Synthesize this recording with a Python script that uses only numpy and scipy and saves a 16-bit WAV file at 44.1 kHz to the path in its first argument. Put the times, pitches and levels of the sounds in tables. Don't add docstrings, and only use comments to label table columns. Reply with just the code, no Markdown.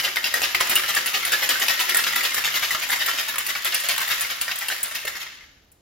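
import sys
import numpy as np
from scipy import signal
from scipy.fft import rfft, irfft, next_fast_len
from scipy.io import wavfile

SR = 44100
rng = np.random.default_rng(int(sys.argv[2]) if len(sys.argv) > 2 else 0)


def log_audio(samples):
    frames = np.atleast_2d(samples).T
    limited = np.clip(frames, -1, 1)
    pcm = np.round(limited * 32767).astype(np.int16)
    wavfile.write(sys.argv[1], SR, pcm)


N = 256485
TIME = np.arange(N) / SR
SHAKE_HZ = 5.45
CLANK_HZ = 2400

# (time [s], pitch [Hz], level [dB], ring relative to the level [dB])
BLOWS = [(0.0, 3800, -18.5, -26), (0.047, 2850, -29.5, 9), (0.078, 2030, -24, 3.5), (0.169, 2070, -18.5, 2),
         (0.242, 2800, -20, 2.5), (0.341, 1900, -23, 5), (0.435, 2800, -20, 0), (0.547, 2080, -20, 0.5),
         (0.599, 2200, -34, 2), (0.609, 1760, -14, -13), (0.716, 1970, -30, 7), (0.757, 2830, -22.5, 4),
         (0.763, 2890, -23, 8.5), (0.778, 1620, -27, 7), (0.795, 1980, -21, -1), (0.836, 1740, -21.5, 2.5),
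         (0.968, 1773, -22, 6), (0.975, 1663, -25, 2.5), (1.060, 1900, -26.5, 2), (1.075, 2890, -27.5, 6.5),
         (1.142, 2870, -22.5, 4), (1.231, 2250, -24, -1), (1.276, 1810, -26, -1), (1.326, 2850, -25, 0),
         (1.333, 1670, -18, -7), (1.427, 2060, -28.5, 10.5), (1.501, 1580, -25, -3),
         (1.556, 1630, -30.5, 11), (1.621, 2910, -25, 3.5), (1.685, 2780, -20.5, -7),
         (1.793, 3090, -21.5, 0), (1.92, 2040, -23.5, 3), (1.946, 1820, -19, 0.5), (1.957, 1460, -26, 3),
         (1.965, 1850, -23, 0), (1.992, 1360, -28.5, 7), (2.04, 2920, -17.5, -5), (2.068, 1640, -21.5, -1),
         (2.134, 1970, -23.5, 2), (2.162, 2060, -18.5, -5), (2.208, 2200, -21, -7), (2.235, 2780, -24, 1),
         (2.25, 1700, -25, -1.5), (2.318, 2100, -30, 4), (2.44, 2760, -26, 6.5), (2.475, 1820, -24, 4.5),
         (2.542, 2910, -26.5, 4.5), (2.629, 1610, -26, 3.5), (2.707, 1980, -23.5, 6.5),
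         (2.748, 1395, -18.5, -3), (2.899, 1790, -23.5, 3.5), (3.079, 2020, -25.5, -4),
         (3.084, 1330, -23, -1), (3.113, 3080, -26.5, 4.5), (3.135, 1900, -24, -13), (3.186, 2890, -25, 3),
         (3.341, 1310, -26, -10), (3.358, 1280, -23, -6), (3.504, 2110, -30, 3), (3.552, 2310, -24.5, 3),
         (3.558, 1400, -27.5, 4.5), (3.655, 3500, -22, -7), (3.676, 2000, -28, 3), (3.723, 2965, -22, -5),
         (3.732, 2160, -26, 3), (3.889, 3000, -24, -7), (4.011, 1360, -35, 0), (4.248, 2190, -26.5, 3.5),
         (4.302, 1910, -23.5, -6), (4.481, 1880, -23.5, 1.5), (4.493, 1520, -25, -2), (4.514, 2700, -23, 1),
         (4.62, 2010, -32, 5), (4.686, 3100, -27, -5), (4.701, 1590, -26.5, 5), (4.912, 1570, -28.5, -15),
         (4.955, 2700, -31.5, 7), (4.984, 2750, -37, 8), (5.013, 2700, -42, 8), (5.071, 2160, -28, -1),
         (5.077, 2130, -31, -5), (5.155, 1905, -32, 2), (5.265, 2190, -35, 2), (5.321, 2120, -44, 1),
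         (5.409, 2150, -46, 5), (5.422, 2030, -50, 6), (5.439, 2150, -48, 3)]
# (pitch [Hz], t60 [s], level [dB])
SHAKER_MODES = [(254, 0.16, -31), (365.4, 0.11, -22.5), (523, 0.07, -21), (1210, 0.097, -15),
                (1350, 0.09, -12), (1715, 0.099, -10.5), (1868, 0.062, -6), (2135, 0.04, -5.5),
                (2790, 0.036, -25), (2920, 0.018, -8.5), (2998, 0.05, -10.5), (3710, 0.025, -7.5)]
# (time [s], strength [dB], pitch [Hz])
STROKES = [(0.046, -22.5, 2710), (0.179, -32, 2040), (0.258, -24.5, 2720), (0.36, -24, 2280),
           (0.436, -21.5, 2740), (0.557, -28.5, 2120), (0.619, -24, 2350), (0.712, -19, 1680),
           (0.773, -25, 2680), (0.892, -22, 2470), (0.969, -21.5, 1800), (1.078, -25.5, 2680),
           (1.15, -21.5, 2450), (1.268, -25, 2010), (1.328, -21, 1980), (1.43, -21, 2180),
           (1.502, -19.5, 2110), (1.623, -20.5, 2240), (1.70, -20.5, 1800), (1.804, -21, 2360),
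           (1.896, -22.5, 2800), (1.985, -21, 2000), (2.074, -22, 2300), (2.178, -24, 1930),
           (2.253, -21, 2660), (2.373, -22, 2040), (2.453, -21.5, 2410), (2.554, -21, 2770),
           (2.633, -21.5, 2130), (2.721, -24.5, 2000), (2.825, -25.5, 1880), (2.924, -20.5, 2100),
           (3.013, -24, 2000), (3.088, -23, 1620), (3.19, -23, 2540), (3.291, -27.5, 1950),
           (3.397, -29, 1930), (3.494, -24, 2170), (3.569, -30, 1730), (3.666, -23.5, 2180),
           (3.75, -25, 2710), (3.846, -25.5, 2700), (3.902, -21.5, 2930), (4.015, -23.5, 1480),
           (4.111, -21.5, 1950), (4.22, -26, 2700), (4.306, -25.5, 2140), (4.427, -29, 2940),
           (4.511, -29.5, 2130), (4.619, -27.5, 2060), (4.713, -26.5, 1870), (4.849, -31.5, 2620),
           (4.956, -28.5, 2730), (5.076, -32, 2220), (5.159, -34, 1900), (5.214, -32, 2960)]
# (time [s], crack [dB], jolt to the wall [dB])
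SPLITS = [(.159, -35, -20), (0.24, -34, -28), (0.340, -26, -19), (0.418, -31, -21), (.548, -41, -16.5),
          (0.605, -28, -22), (.696, -21, -24), (0.755, -18, -25), (.888, -27, -31), (.949, -25, -23),
          (1.060, -22.5, -26), (1.145, -39, -33), (1.25, -25, -22.5), (1.319, -27, -30),
          (1.491, -22, -22.5), (1.598, -29, -38), (1.683, -30, -16), (1.801, -27, -29), (1.893, -25, -26),
          (1.947, -22, -31), (1.970, -18.5, -23), (2.126, -33, -32), (2.159, -22, -26), (2.234, -28, -34),
          (2.345, -24, -23), (2.708, -29, -29), (2.904, -27, -25), (3.062, -22.5, -22.5),
          (3.285, -32, -25.5), (3.383, -23.5, -21.5), (3.465, -27.5, -25), (3.647, -23.5, -25),
          (3.745, -22, -22), (3.802, -30.5, -38), (3.887, -22, -26), (3.980, -37, -20.5), (4.089, -37, -24),
          (4.197, -34, -32), (4.209, -23, -25), (4.413, -23.5, -23.5), (4.559, -31, -45), (4.587, -28, -47),
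          (4.684, -26.5, -24), (4.831, -22, -44), (4.95, -31, -39), (5.052, -35, -27), (5.078, -32, -25),
          (5.717, -54, -64)]
# (frequency [Hz], level [dB])
CRACK_SPECTRUM = [(1500, -22), (5000, -31), (8500, 9), (11500, -10.5), (14000, -1.5), (16000, -9.5)]
BAND_EDGES = [40, 250, 500, 800, 1150, 1500, 1900, 2400, 3100, 4000, 5200, 7000, 9500, 12500, 17000]


def undb(db):
    return 10 ** (np.asarray(db) / 20)


def across(hz, table, column=1):
    rows = np.array(table, float)
    return np.interp(np.log(hz), np.log(rows[:, 0]), rows[:, column])


def tint(x, spectrum):
    size = next_fast_len(x.shape[-1] + 2048)
    hz = np.fft.rfftfreq(size, 1 / SR) + 1
    return irfft(rfft(x, size) * undb(across(hz, spectrum)), size)[..., :x.shape[-1]]


def noise_bands(size, db_at):
    padded = next_fast_len(size)
    hz = np.fft.rfftfreq(padded, 1 / SR) + 1
    spectrum = rfft(rng.standard_normal(padded)) * undb(db_at(hz))
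    for lo, hi in zip(BAND_EDGES, BAND_EDGES[1:]):
        yield np.sqrt(lo * hi), irfft(spectrum * ((hz >= lo) & (hz < hi)), padded)[:size]


def strikes(s, heights):
    return np.bincount(np.clip(s * SR, 0, N).astype(int), heights, N + 1)[:N]


def lay_in(s, grains):
    at = np.maximum(s * SR, 0).astype(int)[:, None] + np.arange(grains.shape[1])
    return np.bincount(at.ravel(), grains.ravel(), N)[:N]


def ring(x, hz, t60):
    radius = np.exp(-np.log(1000) / (t60 * SR))
    angle = 2 * np.pi * hz / SR
    feedback = [1, -2 * radius * np.cos(angle), radius * radius]
    return signal.lfilter([0, radius * np.sin(angle)], feedback, x + 1e-18)


def pings(s, hz, gain, t60, glide=0, glide_s=1):
    t = TIME[:int(t60 * SR)]
    cycles = hz[:, None] * (t + np.reshape(glide, (-1, 1)) * glide_s * (1 - np.exp(-t / glide_s)))
    return lay_in(s, gain[:, None] * np.sin(2 * np.pi * cycles) * np.exp(-np.log(1000) * t / t60))


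def snap_train(s, gain, spectrum):
    t = TIME[:SR // 500]
    bursts = rng.standard_normal((len(s), len(t))) * np.exp(-t / .0003)
    bursts *= (gain / np.linalg.norm(bursts, axis=1))[:, None]
    return tint(lay_in(s, bursts), spectrum)


def radiate(x, corner_hz):
    return signal.sosfilt(signal.butter(2, corner_hz, "high", fs=SR, output="sos"), x)


def hard_blows(off_pitch_db, crack_db):
    s, hz, db, _ = np.transpose(BLOWS)
    high = hz >= CLANK_HZ
    return np.column_stack([s, hz, db + off_pitch_db * high, db + off_pitch_db * ~high, db + crack_db])


def clinks(count, t60_s, bounce_s, loss_db, sag):
    s, hz, db, ring_db = np.repeat(BLOWS, count, axis=0).T
    bounce = np.arange(len(s)) % count
    chance = np.clip(rng.standard_normal((len(s), 2)), -2, 2)
    s = s + bounce_s * bounce * (1 + .12 * chance[:, 0])
    hz = hz * np.exp(.012 * chance[:, 1] - sag * bounce)
    return pings(s, hz, undb(db + ring_db - loss_db * bounce), t60_s)


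def clacks(hits, high_hz, high_db, dent_db, t60_s):
    s, hz, knock_db, clank_db, _ = hits.T
    low = hz < CLANK_HZ
    dent = pings(s, hz * np.where(low, .8, 1), undb(knock_db + dent_db), t60_s,
                 glide=.9 * low, glide_s=.0016)
    detune = np.exp(0.16 * rng.standard_normal(len(s)))
    return dent + pings(s, high_hz * detune, undb(clank_db + high_db), t60=0.0077)


def force(hits, hz, scatter_db):
    shares = [np.interp(np.log(hz), np.log([2000, 2900, 6500, 10500]), row)
              for row in ([1, 0, 0, 0], [0, 1, 1, 0], [0, 0, 0, 1])]
    thud_db_per_s, froth_half_s = 1.4, 2.4
    froth_db = thud_db_per_s * (froth_half_s - hits[:, 0]) * (hz < 500)
    contact_db = scatter_db * np.clip(rng.standard_normal(len(hits)), -2, 2)
    return undb(hits[:, 2:] @ shares + froth_db + contact_db)


def clatter(hits, t60_s, treble_damping, level_db):
    # (frequency [Hz], level [dB])
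    wall_spectrum = [(60, -34), (200, -24), (300, -35), (430, -28.5), (560, -9), (800, -8.5), (1300, -3.5),
                     (1850, 3), (2450, -0.5), (2900, 0), (4300, -3.5), (5200, -3), (7000, -11),
                     (9000, -8.5), (13500, -2.5), (16000, -12.5)]
    out = 0
    for hz, noise in noise_bands(N, lambda f: across(f, wall_spectrum)):
        band_t60 = t60_s * (hz / 2000) ** -treble_damping
        decay = np.exp(-2 * np.log(1000) / (band_t60 * SR))
        drive = strikes(hits[:, 0], force(hits, hz, scatter_db=1.48) ** 2)
        energy = signal.lfilter([1], [1, -decay], drive + 1e-18)
        out = out + noise * np.sqrt(energy)
    return undb(level_db) * out


def snaps(hits, level_db, scatter_db):
    # (frequency [Hz], level [dB])
    snap_spectrum = [(200, -26.5), (1500, -5), (5000, -21.5), (8000, -0.5), (14000, -22.5), (16000, -15)]
    return undb(level_db) * snap_train(hits[:, 0], force(hits, 12000, scatter_db), snap_spectrum)


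def shaker(hits):
    modes = 0
    for mode_hz, t60, db in SHAKER_MODES:
        push = force(hits, mode_hz, scatter_db=2.0) * rng.choice([-1, 1], len(hits))
        modes = modes + undb(db) * ring(strikes(hits[:, 0], push), mode_hz, t60)
    waver, turn = .006, 2 * np.pi * SHAKE_HZ
    modes = np.interp(TIME + waver / turn * np.sin(turn * TIME), TIME, modes)
    walls = clatter(hits, t60_s=0.027, treble_damping=0.19, level_db=6.5)
    return undb(-8.0) * modes + walls + snaps(hits, level_db=21.0, scatter_db=6.0)


def chatter(blows, count, spread_s, below_db, scatter_db, fade_db):
    hits = np.repeat(blows, count, axis=0)
    chance = rng.standard_normal((len(hits), 4))
    late = np.hypot(chance[:, 0], chance[:, 1])
    hits[:, 0] += spread_s * late
    hits[:, 1] *= np.exp(0.14 * chance[:, 2])
    hits[:, 2:] += np.minimum(below_db - fade_db * late + scatter_db * chance[:, 3], -2)[:, None]
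    return hits


def tumble(count, knock_db, clank_db, crack_db, scatter_db, follow_s):
    chance = rng.standard_normal((count, 3))
    s = (np.arange(count) + rng.random(count)) / count * N / SR
    hz = 2050 * np.exp(0.283 * chance[:, 1])
    stroke_s, strength_db, _ = np.transpose(STROKES)
    nearness = np.exp(-np.abs(s[:, None] - stroke_s) / follow_s)
    db = nearness @ strength_db / nearness.sum(axis=1) + scatter_db * np.clip(chance[:, 0], -2, 2)
    cubes_db_per_s, ticks_drop_db, fizz_db_per_s = 61, 13.5, 36
    resting_s = np.maximum(s - stroke_s[-1], 0)
    cubes_db = db - cubes_db_per_s * resting_s
    ticks_db = db - ticks_drop_db * (resting_s > 0) - fizz_db_per_s * resting_s + 2 * chance[:, 2]
    return np.column_stack([s, hz, cubes_db + knock_db, cubes_db + clank_db, ticks_db + crack_db])


def knocks(hits, level_db, t60_s, pull):
    s, hz, knock_db, clank_db, _ = hits.T
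    modes_hz = np.array(SHAKER_MODES)[:, 0]
    nearest_hz = modes_hz[np.abs(hz[:, None] - modes_hz).argmin(axis=1)]
    hz = hz + pull * (nearest_hz - hz)
    return pings(s, hz, undb(np.where(hz < CLANK_HZ, knock_db, clank_db) + level_db), t60_s)


def near_echoes(x, count, level_db, fade_s):
    t = TIME[:SR // 25]
    step = N // count + 1
    out = np.zeros((2, N + len(t)))
    for k in range(count + 1):
        at = np.arange(max((k - 1) * step, 0), min((k + 1) * step, N))
        taps = rng.standard_normal((2, len(t))) * (rng.random((2, len(t))) < .05)
        taps *= np.exp(-t / fade_s) * (t > .0008)
        taps /= np.linalg.norm(taps, axis=1)[:, None]
        here = x[at] * np.cos(np.pi / 2 * (at / step - k))
        out[:, at[0]:at[-1] + len(t)] += signal.fftconvolve(here[None], taps, axes=1)
    return undb(level_db) * out[:, :N]


def tail():
    # (frequency [Hz], t60 [s])
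    room_t60 = [(200, 0.47), (2000, 0.75), (6000, 0.79), (12500, 0.36), (16000, 0.45)]
    t = TIME[:int(.7 * SR)]
    wash = sum(noise * np.exp(-np.log(1000) * t / across(hz, room_t60))
               for hz, noise in noise_bands(len(t), np.zeros_like))
    wash *= 1 - np.exp(-t / 0.006)
    return wash / np.linalg.norm(wash)


def room(x, places, tail_db):
    swing = .5 + .3 * np.sin(2 * np.pi * SHAKE_HZ * TIME) + .2 * np.sin(2 * np.pi * TIME / 1.3)
    out = x + near_echoes(x, count=90, level_db=2.0, fade_s=0.0063)
    for k in range(places):
        here = x * np.sqrt(np.maximum(1 - np.abs((places - 1) * swing - k), 0))
        out += undb(tail_db) * signal.fftconvolve(here[None], np.array([tail(), tail()]), axes=1)[:, :N]
    return out


def hush(level_db):
    # (frequency [Hz], level [dB])
    air_spectrum = [(10, -22), (25, -6), (52, 3.5), (120, -3.5), (280, -6.5), (600, -12), (2000, -26),
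                    (6000, -26), (15000, -43)]
    air = tint(rng.standard_normal((3, N)), air_spectrum)
    air = air[:2] * 0.96 + air[2]
    return undb(level_db) * air / air.std()


def landings(full_shake_db, slap_db, froth_db_per_s):
    s, db, hz = np.transpose(STROKES)
    effort_db = db - full_shake_db
    trade_db = 2.5 * np.log2(hz / 2200)
    ice_db = np.column_stack([db - trade_db, db + trade_db, full_shake_db + 1.04 * effort_db])
    thrust_db, return_db = (-1.5, 2, -4.5), (-1.5, 0, -2)
    end_db = np.array([thrust_db, return_db])[np.arange(len(s)) % 2]
    liquid_db = slap_db + effort_db - froth_db_per_s * s
    return np.column_stack([s, ice_db + end_db, liquid_db, hz])


def pile_up(strokes, count, rise_s, fall_s, below_db, scatter_db):
    rows = np.repeat(strokes, count, axis=0)
    chance = rng.standard_normal((len(rows), 3))
    progress = (np.arange(len(rows)) % count + rng.random(len(rows))) / count
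    lag_s = progress * 2 * (rise_s + fall_s) - 2 * rise_s
    swell = np.exp(-(lag_s / np.where(lag_s < 0, rise_s, fall_s)) ** 2 / 2)
    db = below_db + 10 * np.log10(swell) + scatter_db * np.clip(chance[:, 0], -2, 2)
    hz = rows[:, 5] * np.exp(0.172 * chance[:, 1])
    return np.column_stack([rows[:, 0] + lag_s, hz, rows[:, 1:4] + db[:, None]])


def slosh(strokes, count, centre_hz, spread_s, below_db):
    s, _, _, _, slap_db, _ = np.repeat(strokes, count, axis=0).T
    chance = rng.standard_normal((len(s), 3))
    s = s + 0.00302 + spread_s * chance[:, 0]
    hz = np.clip(centre_hz * np.exp(.33 * chance[:, 1]), 150, 850)
    return pings(s, hz, undb(slap_db + below_db + 1.7 * chance[:, 2]), t60=0.0071)


def first_cracks(level_db):
    s, db, _ = np.transpose(SPLITS)
    return snap_train(s, undb(db + level_db), CRACK_SPECTRUM)


def split_jolts(pitch_hz, knock_db, clank_db, crack_db):
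    s, _, db = np.transpose(SPLITS)
    return np.column_stack([s, np.full(len(s), pitch_hz), db + knock_db, db + clank_db, db + crack_db])


def splits(count, centre_hz, spread_s, fade_db, snap_db, glassy_db):
    s, db, _ = np.repeat(SPLITS, count, axis=0).T
    chance = rng.standard_normal((len(s), 3))
    progress = np.arange(len(s)) % count / count
    s = s + spread_s * progress * np.exp(.2 * chance[:, 2])
    db = db - fade_db * progress + chance[:, 1]
    hz = centre_hz * np.exp(0.09 * np.clip(chance[:, 0], -2, 2))
    glassy = pings(s, hz, undb(db + glassy_db), t60=0.007)
    return glassy + snap_train(s, undb(db + snap_db), CRACK_SPECTRUM)


def hand_bumps():
    # (time [s], pitch [Hz], level [dB])
    bumps = [(5.048, 600, -35), (5.053, 464, -37.5)]
    s, hz, db = np.transpose(bumps)
    return pings(s, hz, undb(db), t60=.055)


def scene():
    blows = hard_blows(off_pitch_db=-3, crack_db=-7.5)
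    strokes = landings(full_shake_db=-23, slap_db=-27, froth_db_per_s=2.5)
    jolts = split_jolts(pitch_hz=2690, knock_db=-2.5, clank_db=-1, crack_db=-3)
    hard = np.vstack([blows, jolts])
    small = np.vstack([
        chatter(blows, count=2, spread_s=.006, below_db=-9, scatter_db=1.5, fade_db=3),
        pile_up(strokes, count=16, rise_s=.007, fall_s=.011, below_db=-3.5, scatter_db=1.5),
        tumble(count=800, knock_db=-10, clank_db=-7.5, crack_db=-9.5, scatter_db=2, follow_s=.026)])
    tones = (clinks(count=3, t60_s=0.033, bounce_s=.0052, loss_db=5.5, sag=0.032)
             + clacks(hard, high_hz=4060, high_db=-1, dent_db=-4.5, t60_s=0.005))
    beamed = radiate(tones, corner_hz=800) + first_cracks(level_db=22.5)
    cracks = (snaps(blows, level_db=15, scatter_db=1)
              + snaps(small, level_db=12, scatter_db=3.5)
              + splits(count=7, centre_hz=8760, spread_s=.0085, fade_db=6.5, snap_db=22.5, glassy_db=1.5))
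    taps = knocks(np.vstack([small, jolts]), level_db=-1.5, t60_s=0.012, pull=0.51)
    ice = radiate(taps, corner_hz=900) + cracks + shaker(np.vstack([hard, small]))
    bubbles = slosh(strokes, count=30, centre_hz=612, spread_s=.011, below_db=-8.8)
    liquid = radiate(bubbles, corner_hz=424)
    room_send = undb(-7.5) * beamed + ice + liquid + hand_bumps()
    return beamed + room(room_send, places=14, tail_db=-1.5) + hush(level_db=-60)


def record(dry):
    # (frequency [Hz], side gain [dB], left over right [dB])
    stereo_image = [(99.4, -14, -2), (417, -1.5, -2), (1730, 0, 0.5), (2900, -3, 1), (4830, -1, 3),
                    (7244, 3, 0), (7870, -24, 4), (8840, -27, -1.5), (10030, 0.5, -0.5), (12300, -15, 0)]
    # (frequency [Hz], phase [rad])
    left_lead = [(2000, 0), (2900, .4), (5000, .3), (6400, -1.2), (7600, -2.9), (8700, -3.14), (9700, -3.4),
                 (11000, -5.6), (12500, -6.28)]
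    side = tint((dry[0] - dry[1]) / 2, stereo_image)
    size = next_fast_len(N + 2048)
    hz = np.fft.rfftfreq(size, 1 / SR) + 1
    sign = np.array([[1], [-1]])
    balance = undb(sign * across(hz, stereo_image, column=2) / 2)
    phase = np.exp(1j * sign * across(hz, left_lead) / 2)
    pair = irfft(rfft(dry.mean(axis=0) + sign * side, size) * balance * phase, size)[:, :N]
    top_cut = signal.ellip(10, .2, 80, 15800, fs=SR, output="sos")
    return signal.sosfilt(top_cut, pair)


dry = scene()
out = record(dry)
log_audio(out)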